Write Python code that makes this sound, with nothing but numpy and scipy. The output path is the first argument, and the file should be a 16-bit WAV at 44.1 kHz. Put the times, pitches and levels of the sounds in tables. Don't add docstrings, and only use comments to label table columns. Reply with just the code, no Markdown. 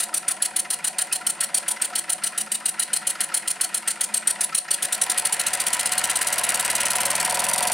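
import sys
import numpy as np
from scipy import signal
from scipy.fft import rfft, irfft, next_fast_len
from scipy.io import wavfile
from scipy.ndimage import map_coordinates

SR = 44100
rng = np.random.default_rng(int(sys.argv[2]) if len(sys.argv) > 2 else 0)


def pcm_store(signal):
    levels = np.round(np.clip(np.atleast_2d(signal), -1, 1) * 32767)
    wavfile.write(sys.argv[1], SR, levels.astype(np.int16).T)


N = 340893
TIME = np.arange(N) / SR
IDLE_TURNS_PER_S = 7.2
INLET_TURNS = .618
CUTOFF_HZ = 15900

# (time [s], speed [turns/s])
CRANK_SPEED = [(0.0, 7.176), (0.25, 7.119), (1.19, 7.091), (1.8, 7.396), (2.06, 7.037), (4.11, 7.614),
               (4.49, 7.285), (4.64, 5.541), (4.76, 8.699), (5.03, 11.821), (5.27, 13.746), (6.5, 18.706),
               (6.87, 19.834), (7.73, 21.906)]
# (time [s], relative level [dB])
STEAM_STRENGTH = [(0, -19.5), (1.5, -18.5), (2.3, -20), (3.0, -19), (4.4, -18.5), (5.2, -17.5),
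                  (6.1, -17.5), (7.0, -18), (7.73, -18.5)]
# (time [s], push-out level against a normal stroke [dB])
WEAK_STROKES = [(1.12, -2), (2.1, -1), (3.2, -5), (3.74, -5)]
# (frequency [Hz], relative density [dB per Hz])
JET_SPECTRUM = [(150, -30.5), (600, -8), (1400, -18), (2300, -13.5), (2900, -3), (3500, -6.5), (4300, -1.5),
                (5000, -9.5), (6800, -3.5), (8200, 2), (10200, 1.5), (12000, -8), (15800, -14.5)]
# (frequency [Hz], width [Hz], relative level [dB])
PASSAGE_MODES = [(2900, 400, -8), (4400, 550, -4), (6000, 600, -7), (7900, 500, -3), (10400, 700, -1)]
# (frequency [Hz], width [Hz], relative level [dB])
BOARD_MODES = [(100, 5.8, -21), (163.3, 13, 0.5), (212.7, 12.7, 4.5), (337, 33, -1.5), (434, 33, -13.5)]
# (frequency [Hz], width [Hz], relative level [dB])
ROD_MODES = [(570, 70, -3), (722, 60, -4), (870, 45, -2), (965, 140, 2), (1070, 70, -7)]
# (frequency [Hz], width [Hz], relative level [dB])
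CYLINDER_MODES = [(1331, 84, -4), (1507, 90, -5), (1652, 93, -5), (1882, 156, -3), (2046, 142, -4.5),
                  (2490, 156, -8), (2820, 156, -9.5), (4790, 1560, -14)]
# (frequency [Hz], width [Hz], relative level [dB])
FRAME_MODES = [(560, 50, -5), (598, 45, -5.5), (718, 55, -1), (785, 35, -7), (870, 30, -9), (970, 80, -5),
               (1045, 60, -6)]
# (frequency [Hz], relative density [dB per Hz])
TICK_SPECTRUM = [(60, -55), (700, -30), (1500, -5), (2800, 7), (3600, -8), (4500, 3), (6500, -5.5),
                 (9200, 6), (12000, -5), (16000, -29)]
# (frequency [Hz], relative density [dB per Hz])
SLIDING_SPECTRUM = [(30, -66), (80, -21), (300, -2), (700, -2.5), (2200, 7), (3400, 0), (4600, -12),
                    (7000, -8.5), (10000, -5), (16000, -34)]
# (time [s], bearing rumble level [dB], piston rasp level [dB])
FRICTION = [(0, -45.5, -42.5), (1.2, -44.5, -43), (1.7, -43.5, -40), (2.6, -48.5, -43), (3.2, -46.5, -39.5),
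            (3.9, -48.5, -42), (4.4, -42, -38.5), (4.64, -47.5, -43), (4.8, -45, -42), (6.5, -44.5, -40.5),
            (7.73, -43, -44)]
# (crank angle [turns], relative level [dB])
RUBBING = [(0, 6), (.15, 4.5), (.28, 3), (.4, -4.5), (.58, -8.5), (.64, 7), (.78, -5.5), (.92, 3), (1, 4)]
# (time [s], relative level [dB], frequency [Hz])
LOUD_GURGLES = [(0.135, -31.5, 1330), (0.654, -31, 1960), (1.121, -26.5, 2580), (1.772, -29, 1930),
                (1.935, -32, 1355), (3.158, -31.5, 1370), (3.324, -28, 1352), (4.53, -26, 1337),
                (4.687, -26.5, 1812)]
# (frequency [Hz], relative level of a crank harmonic there [dB])
HUM_RESPONSE = [(20, -48), (45, -35), (62, -20), (82, -9), (103, 0), (125, -11), (145, -7), (166, 5),
                (188, -6), (214, 3), (245, -7), (285, -11), (325, -7), (370, -11), (450, -11)]
# (frequency [Hz], 60 dB decay time [s])
ROOM_T60 = [(100, 0.063), (1000, 0.17), (5000, 0.3), (9000, 0.3), (15000, 0.18)]
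# (frequency [Hz], side against mid level [dB])
ROOM_WIDTH = [(100, 6), (300, 4), (700, -4.5), (2000, -11), (5000, -10.5), (8000, -10), (11000, 7.5),
              (15000, 3)]
# (frequency [Hz], relative density [dB per Hz])
SELF_NOISE_SPECTRUM = [(20, -13), (45, 2), (100, -1), (300, -5), (2000, -20), (16000, -34)]
# (frequency [Hz], left minus right level [dB])
EAR_DIFFERENCE = [(40, -3), (90, -1.1), (450, -1.5), (850, 0.2), (1050, 2.5), (2000, -0.5), (3000, 2),
                  (5000, 0), (7300, -0.5), (8300, 4.5), (9600, -1), (10700, -1), (13000, -1)]


def from_db(db):
    return 10 ** (np.asarray(db) / 20)


def rms_one(x):
    return x / np.sqrt(np.mean(x ** 2) + 1e-20)


def read(rows, at):
    first, *columns = np.transpose(rows)
    return [np.interp(at, first, c) for c in columns]


def at_hz(points, hz):
    known_hz, values = np.transpose(points)
    return np.interp(np.log(hz + 1), np.log(known_hz), values)


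def filtered(x, order, edge_hz, kind="low"):
    return signal.sosfilt(signal.butter(order, edge_hz, kind, fs=SR, output="sos"), x)


def coloured(x, spectrum):
    size = next_fast_len(N)
    gain = from_db(at_hz(spectrum, np.fft.rfftfreq(size, 1 / SR)))
    return rms_one(irfft(rfft(x, size) * gain, size)[:N])


def drift(rate):
    knots = np.arange(0, N / SR + 1, 1 / rate)
    return rms_one(np.interp(TIME, knots, rng.standard_normal(len(knots))))


def resonate(x, hz, width_hz):
    r = np.exp(-np.pi * width_hz / SR)
    zeros = np.array([1, 0, -1]) * (1 - r * r) / 2
    poles = [1, -2 * r * np.cos(2 * np.pi * hz / SR), r * r]
    return signal.lfilter(zeros, poles, x + 1e-18)


def body(force, modes, vary_db):
    total = 0
    for k, (hz, width_hz, db) in enumerate(modes):
        share = from_db(vary_db * drift(25))
        total = total + (-1) ** k * from_db(db) * resonate(force * share, hz, width_hz)
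    return total


def clicks(times, db):
    out, at = np.zeros(N), np.round(times * SR).astype(int)
    inside = (at >= 0) & (at < N)
    out[at[inside]] = from_db(db)[inside]
    return out


def grains(per_s, spread_db):
    sizes = from_db(spread_db * np.minimum(rng.exponential(1, N), 4))
    sizes = sizes * rng.choice([-1, 1], N)
    return rms_one(sizes * (rng.random(N) < per_s / SR))


def crank():
    turns_per_s, = read(CRANK_SPEED, TIME)
    turns = np.cumsum(turns_per_s) / SR
    starts = np.interp(np.arange(int(turns[-1]) + 1), turns, TIME)
    periods = np.append(np.diff(starts), 1 / turns_per_s[-1])
    return starts, periods, turns % 1, np.log2(turns_per_s / IDLE_TURNS_PER_S)


def exhaust(flow, speed, jet_db=-3.5, spit_db=-7, sputter_db=0.65,
            whistle_db=1.0, whistle_db_per_octave=-3, roar_db=-19):
    flow = flow * from_db(sputter_db * (drift(600) - 1 / 2))
    droplets = from_db(spit_db) * grains(per_s=2500, spread_db=-2.5)
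    jet = coloured(rng.standard_normal(N) + droplets, JET_SPECTRUM)
    wet = rms_one(body(rng.standard_normal(N), PASSAGE_MODES, vary_db=3.0))
    jet = rms_one(jet + from_db(-5) * wet)
    tone = from_db(whistle_db + whistle_db_per_octave * speed) * whistle(speed)
    roar = rms_one(resonate(rng.standard_normal(N), hz=4170, width_hz=8100)) * np.maximum(speed, 0)
    return flow * (from_db(jet_db) * (jet + tone) + from_db(roar_db) * roar)


def port_flow(starts, periods, speed, blowdown_db=2.0, push_db=-0.47, push_db_per_octave=-2,
              blowdown_vary_db=.4, push_vary_db=0.3, leak_db=-22, leak_turns=0.18, lead_s=0.00082):
    flow, weak_db = np.zeros(N), np.zeros(len(starts))
    for s, db in WEAK_STROKES:
        weak_db[np.argmin(np.abs(starts - s))] = db
    chances = rng.standard_normal((len(starts), 2))
    for start, period, weak, chance in zip(starts, periods, weak_db, chances):
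        near = slice(max(int((start - lead_s) * SR), 0), int((start + period) * SR))
        t, fast = TIME[near] - start + lead_s, max(np.interp(start, TIME, speed), 0)
        turn_s = 1 / (IDLE_TURNS_PER_S * 2 ** fast)
        first_gain = from_db(blowdown_db + blowdown_vary_db * chance[0])
        second_gain = from_db(push_db + push_db_per_octave * fast + push_vary_db * chance[1] + weak)
        leak = from_db(leak_db) * np.exp(-t / (leak_turns * turn_s))
        humps = first_gain * blowdown(t, turn_s, fast) + second_gain * push_out(t / turn_s, fast)
        flow[near] += humps + leak
    return flow * from_db(read(STEAM_STRENGTH, TIME)[0])


def blowdown(t, period, fast, attack_s=0.0044, hold_turns=0.069, hold_turns_per_octave=0.04, decay_s=0.0052):
    hold_s = (hold_turns + hold_turns_per_octave * fast) * period
    return np.clip(t / attack_s, 0, 1) * np.exp(-np.maximum(t - hold_s, 0) / decay_s)


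def push_out(turns, fast, peak_turns=0.29, swell_turns=0.057, close_turns=0.027, late_turns_per_octave=0.033):
    past = turns - peak_turns - late_turns_per_octave * fast
    return np.exp(-(past / np.where(past < 0, swell_turns, close_turns)) ** 2 / 2)


def whistle(speed, centre_hz=9220, sag_hz_per_octave=60, waver_hz=260, waver_hz_per_octave=150, width_hz=520):
    waver = (waver_hz + waver_hz_per_octave * np.abs(speed)) * drift(45)
    hz = centre_hz - sag_hz_per_octave * speed + waver
    noise = rng.standard_normal(N) + 1j * rng.standard_normal(N)
    turbulence = filtered(noise, 2, width_hz / 2)
    return rms_one(np.real(turbulence * np.exp(2j * np.pi * np.cumsum(hz) / SR)))


def thumps(starts, speed, open_db=-15, rise_db=2.0, soft_hz=220, low_hz=70, board_db=5):
    opening = clicks(starts, open_db + rise_db * np.interp(starts, TIME, speed))
    pulses = filtered(opening + 1e-18, 2, [low_hz, soft_hz], "band")
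    return pulses + from_db(board_db) * body(opening, BOARD_MODES, vary_db=1)


def knocks(starts, periods, speed, knock_db=-0.5, inertia_db=4.5, clank_db=-7,
           return_turns=.455, return_db=1, chime_db=9):
    slack_s, bounce_s, bounce_db = .004, .0042, -9
    fast = np.maximum(np.interp(starts, TIME, speed), 0)
    chance = rng.standard_normal((len(starts), 5))
    times = starts + INLET_TURNS * periods + slack_s + .0001 * chance[:, 0]
    level_db = knock_db + inertia_db * fast ** 3 + 0.49 * chance[:, 1]
    bounces = clicks(times + bounce_s + .0001 * chance[:, 2], level_db + bounce_db)
    blows = clicks(times, level_db) + bounces
    thud = body(blows, ROD_MODES, vary_db=.5)
    return_times = starts + return_turns * periods + .0004 * chance[:, 3]
    returns = clicks(return_times, return_db + 9 * (fast - 1) + 2 * chance[:, 4])
    chime = from_db(chime_db) * resonate(returns, 1954, 40)
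    clank_force = from_db(clank_db) * blows * from_db(-7 * speed) + returns
    return thud + chime + body(clank_force, CYLINDER_MODES, vary_db=2.5)


def valve(starts, periods, speed, tick_db=-41, rise_db=10, tick_decay_s=0.0023):
    times = starts + INLET_TURNS * periods
    level_db = tick_db + rise_db * np.interp(times, TIME, speed) + rng.normal(0, 1.7, len(times))
    decay = np.exp(-1 / (tick_decay_s * SR))
    envelope = signal.lfilter([2], [1, -decay], clicks(times, level_db))
    return envelope * coloured(rng.standard_normal(N), TICK_SPECTRUM)


def running_gear(angle, speed):
    return filtered(piston(angle, speed) + bearings(speed), 4, 130, "high")


def piston(angle, speed, rasp_db_per_octave=7, evening=0.57, rasp_top_hz=3500, hiss_db=-6, hiss_db_per_octave=9):
    piston_db = read(FRICTION, TIME)[1]
    stroke_db = read(RUBBING, angle)[0] * (1 - evening * speed) + 2 * drift(70)
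    contacts = grains(per_s=1500, spread_db=2.5) * from_db(stroke_db)
    scraping = body(contacts, CYLINDER_MODES, vary_db=0.0)
    rasp = from_db(rasp_db_per_octave * speed) * rms_one(filtered(scraping, 2, rasp_top_hz))
    hiss_gain = from_db(hiss_db + hiss_db_per_octave * speed + stroke_db / 2)
    hiss = hiss_gain * coloured(rng.standard_normal(N), SLIDING_SPECTRUM)
    return from_db(piston_db) * (rasp + hiss)


def bearings(speed, rumble_db_per_octave=6.5, drone_db=-53, drone_db_per_octave=-3, falter_db_per_octave=18):
    rumble_gain = from_db(read(FRICTION, TIME)[0] + rumble_db_per_octave * speed)
    rumble = rms_one(body(grains(per_s=1800, spread_db=2.5), FRAME_MODES, vary_db=2.0))
    level_db = drone_db + drone_db_per_octave * speed + falter_db_per_octave * np.minimum(speed, 0)
    drone = rms_one(body(rng.standard_normal(N), BOARD_MODES, vary_db=1.0))
    return rumble_gain * rumble + from_db(level_db) * drone


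def gurgles(squirts, gurgle_db=-1, length_s=0.0043, waver=0.045, grit=0.45):
    out, wobble = np.zeros(N), drift(350)
    rough = rms_one(body(rng.standard_normal(N), CYLINDER_MODES, vary_db=0))
    for s, db, hz in squirts:
        near = slice(max(int((s - .02) * SR), 0), int((s + .02) * SR))
        swell = np.exp(-((TIME[near] - s) / length_s) ** 2 / 2)
        chirp = np.sin(2 * np.pi * np.cumsum(hz * (1 + waver * wobble[near])) / SR)
        out[near] += from_db(db + gurgle_db) * swell * (chirp + grit * rough[near])
    return out


def small_gurgles(starts, periods, level_db=-36, spread_db=2, low_hz=1350, high_hz=2500, high_share=.35):
    late, size, pitch = rng.random((len(starts), 3)).T
    times = starts + periods * (INLET_TURNS + (1 - INLET_TURNS) * late)
    hz = low_hz * (high_hz / low_hz) ** np.maximum(1 - pitch / high_share, 0)
    slow = periods > 1 / 10
    return np.transpose([times, level_db + spread_db * (2 * size - 1), hz])[slow]


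def hum(angle, speed, idle_db=-80, db_per_octave=18.0, jolt_turns=0.202, scatter_cycles=0.12, count=18):
    level_db, turns_per_s = idle_db + db_per_octave * speed, IDLE_TURNS_PER_S * 2 ** speed
    total = 0
    for k in range(1, count + 1):
        gain = from_db(level_db + at_hz(HUM_RESPONSE, k * turns_per_s))
        cycles = k * (angle - jolt_turns) + scatter_cycles * rng.standard_normal()
        total = total + gain * np.cos(2 * np.pi * cycles)
    return total


def bench(x, echo_db=-8, delay_s=0.0009086, sway_s=.00012, ear_gap_s=.00001):
    delay = delay_s + sway_s * drift(1.2)
    sides = []
    for side in (-1, 1):
        echo = map_coordinates(x, [(TIME - delay - side * ear_gap_s) * SR], order=3)
        sides.append(x + from_db(echo_db) * echo)
    return np.array(sides)


def workshop(x, treble_db=-12):
    t, size = TIME[:SR // 2], next_fast_len(N + SR // 2)
    edges, tail = np.geomspace(60, 16000, num=11), 0
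    for low, high in zip(edges, edges[1:]):
        hz = np.sqrt(low * high)
        mid, side = filtered(rng.standard_normal((2, len(t))), 2, [low, high], "band")
        fade = from_db(-60 * t / at_hz(ROOM_T60, hz)) * np.clip((t - .003) / 0.009, 0, 1)
        gain = from_db(at_hz([(900, -12), (6000, treble_db)], hz)) / np.sqrt(np.sum(fade ** 2))
        spread = from_db(at_hz(ROOM_WIDTH, hz))
        stereo = (mid + spread * side * [[1], [-1]]) / np.sqrt(1 + spread ** 2)
        tail = tail + gain * fade * stereo
    return irfft(rfft(x, size) * rfft(tail, size), size)[:, :N]


def microphone_rumble(self_noise_db=-71):
    sides = [coloured(rng.standard_normal(N), SELF_NOISE_SPECTRUM) for side in range(2)]
    return from_db(self_noise_db) * np.array(sides)


def scene():
    starts, periods, angle, speed = crank()
    steam = exhaust(port_flow(starts, periods, speed), speed) + valve(starts, periods, speed)
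    water = gurgles([*LOUD_GURGLES, *small_gurgles(starts, periods)])
    blows = knocks(starts, periods, speed) + thumps(starts, speed)
    machine = running_gear(angle, speed) + blows + water
    machine = filtered(machine, 3, 75, "high")
    heard = bench(steam) + machine + workshop(steam + machine) + hum(angle, speed)
    return heard + microphone_rumble()


def record(dry):
    size = next_fast_len(N)
    lean_db = at_hz(EAR_DIFFERENCE, np.fft.rfftfreq(size, 1 / SR)) / 2
    heard = irfft(rfft(dry, size) * from_db([lean_db, -lean_db]), size)[:, :N]
    return signal.sosfilt(signal.ellip(10, .2, 80, CUTOFF_HZ, fs=SR, output="sos"), heard)


dry = scene()
out = record(dry)
pcm_store(out)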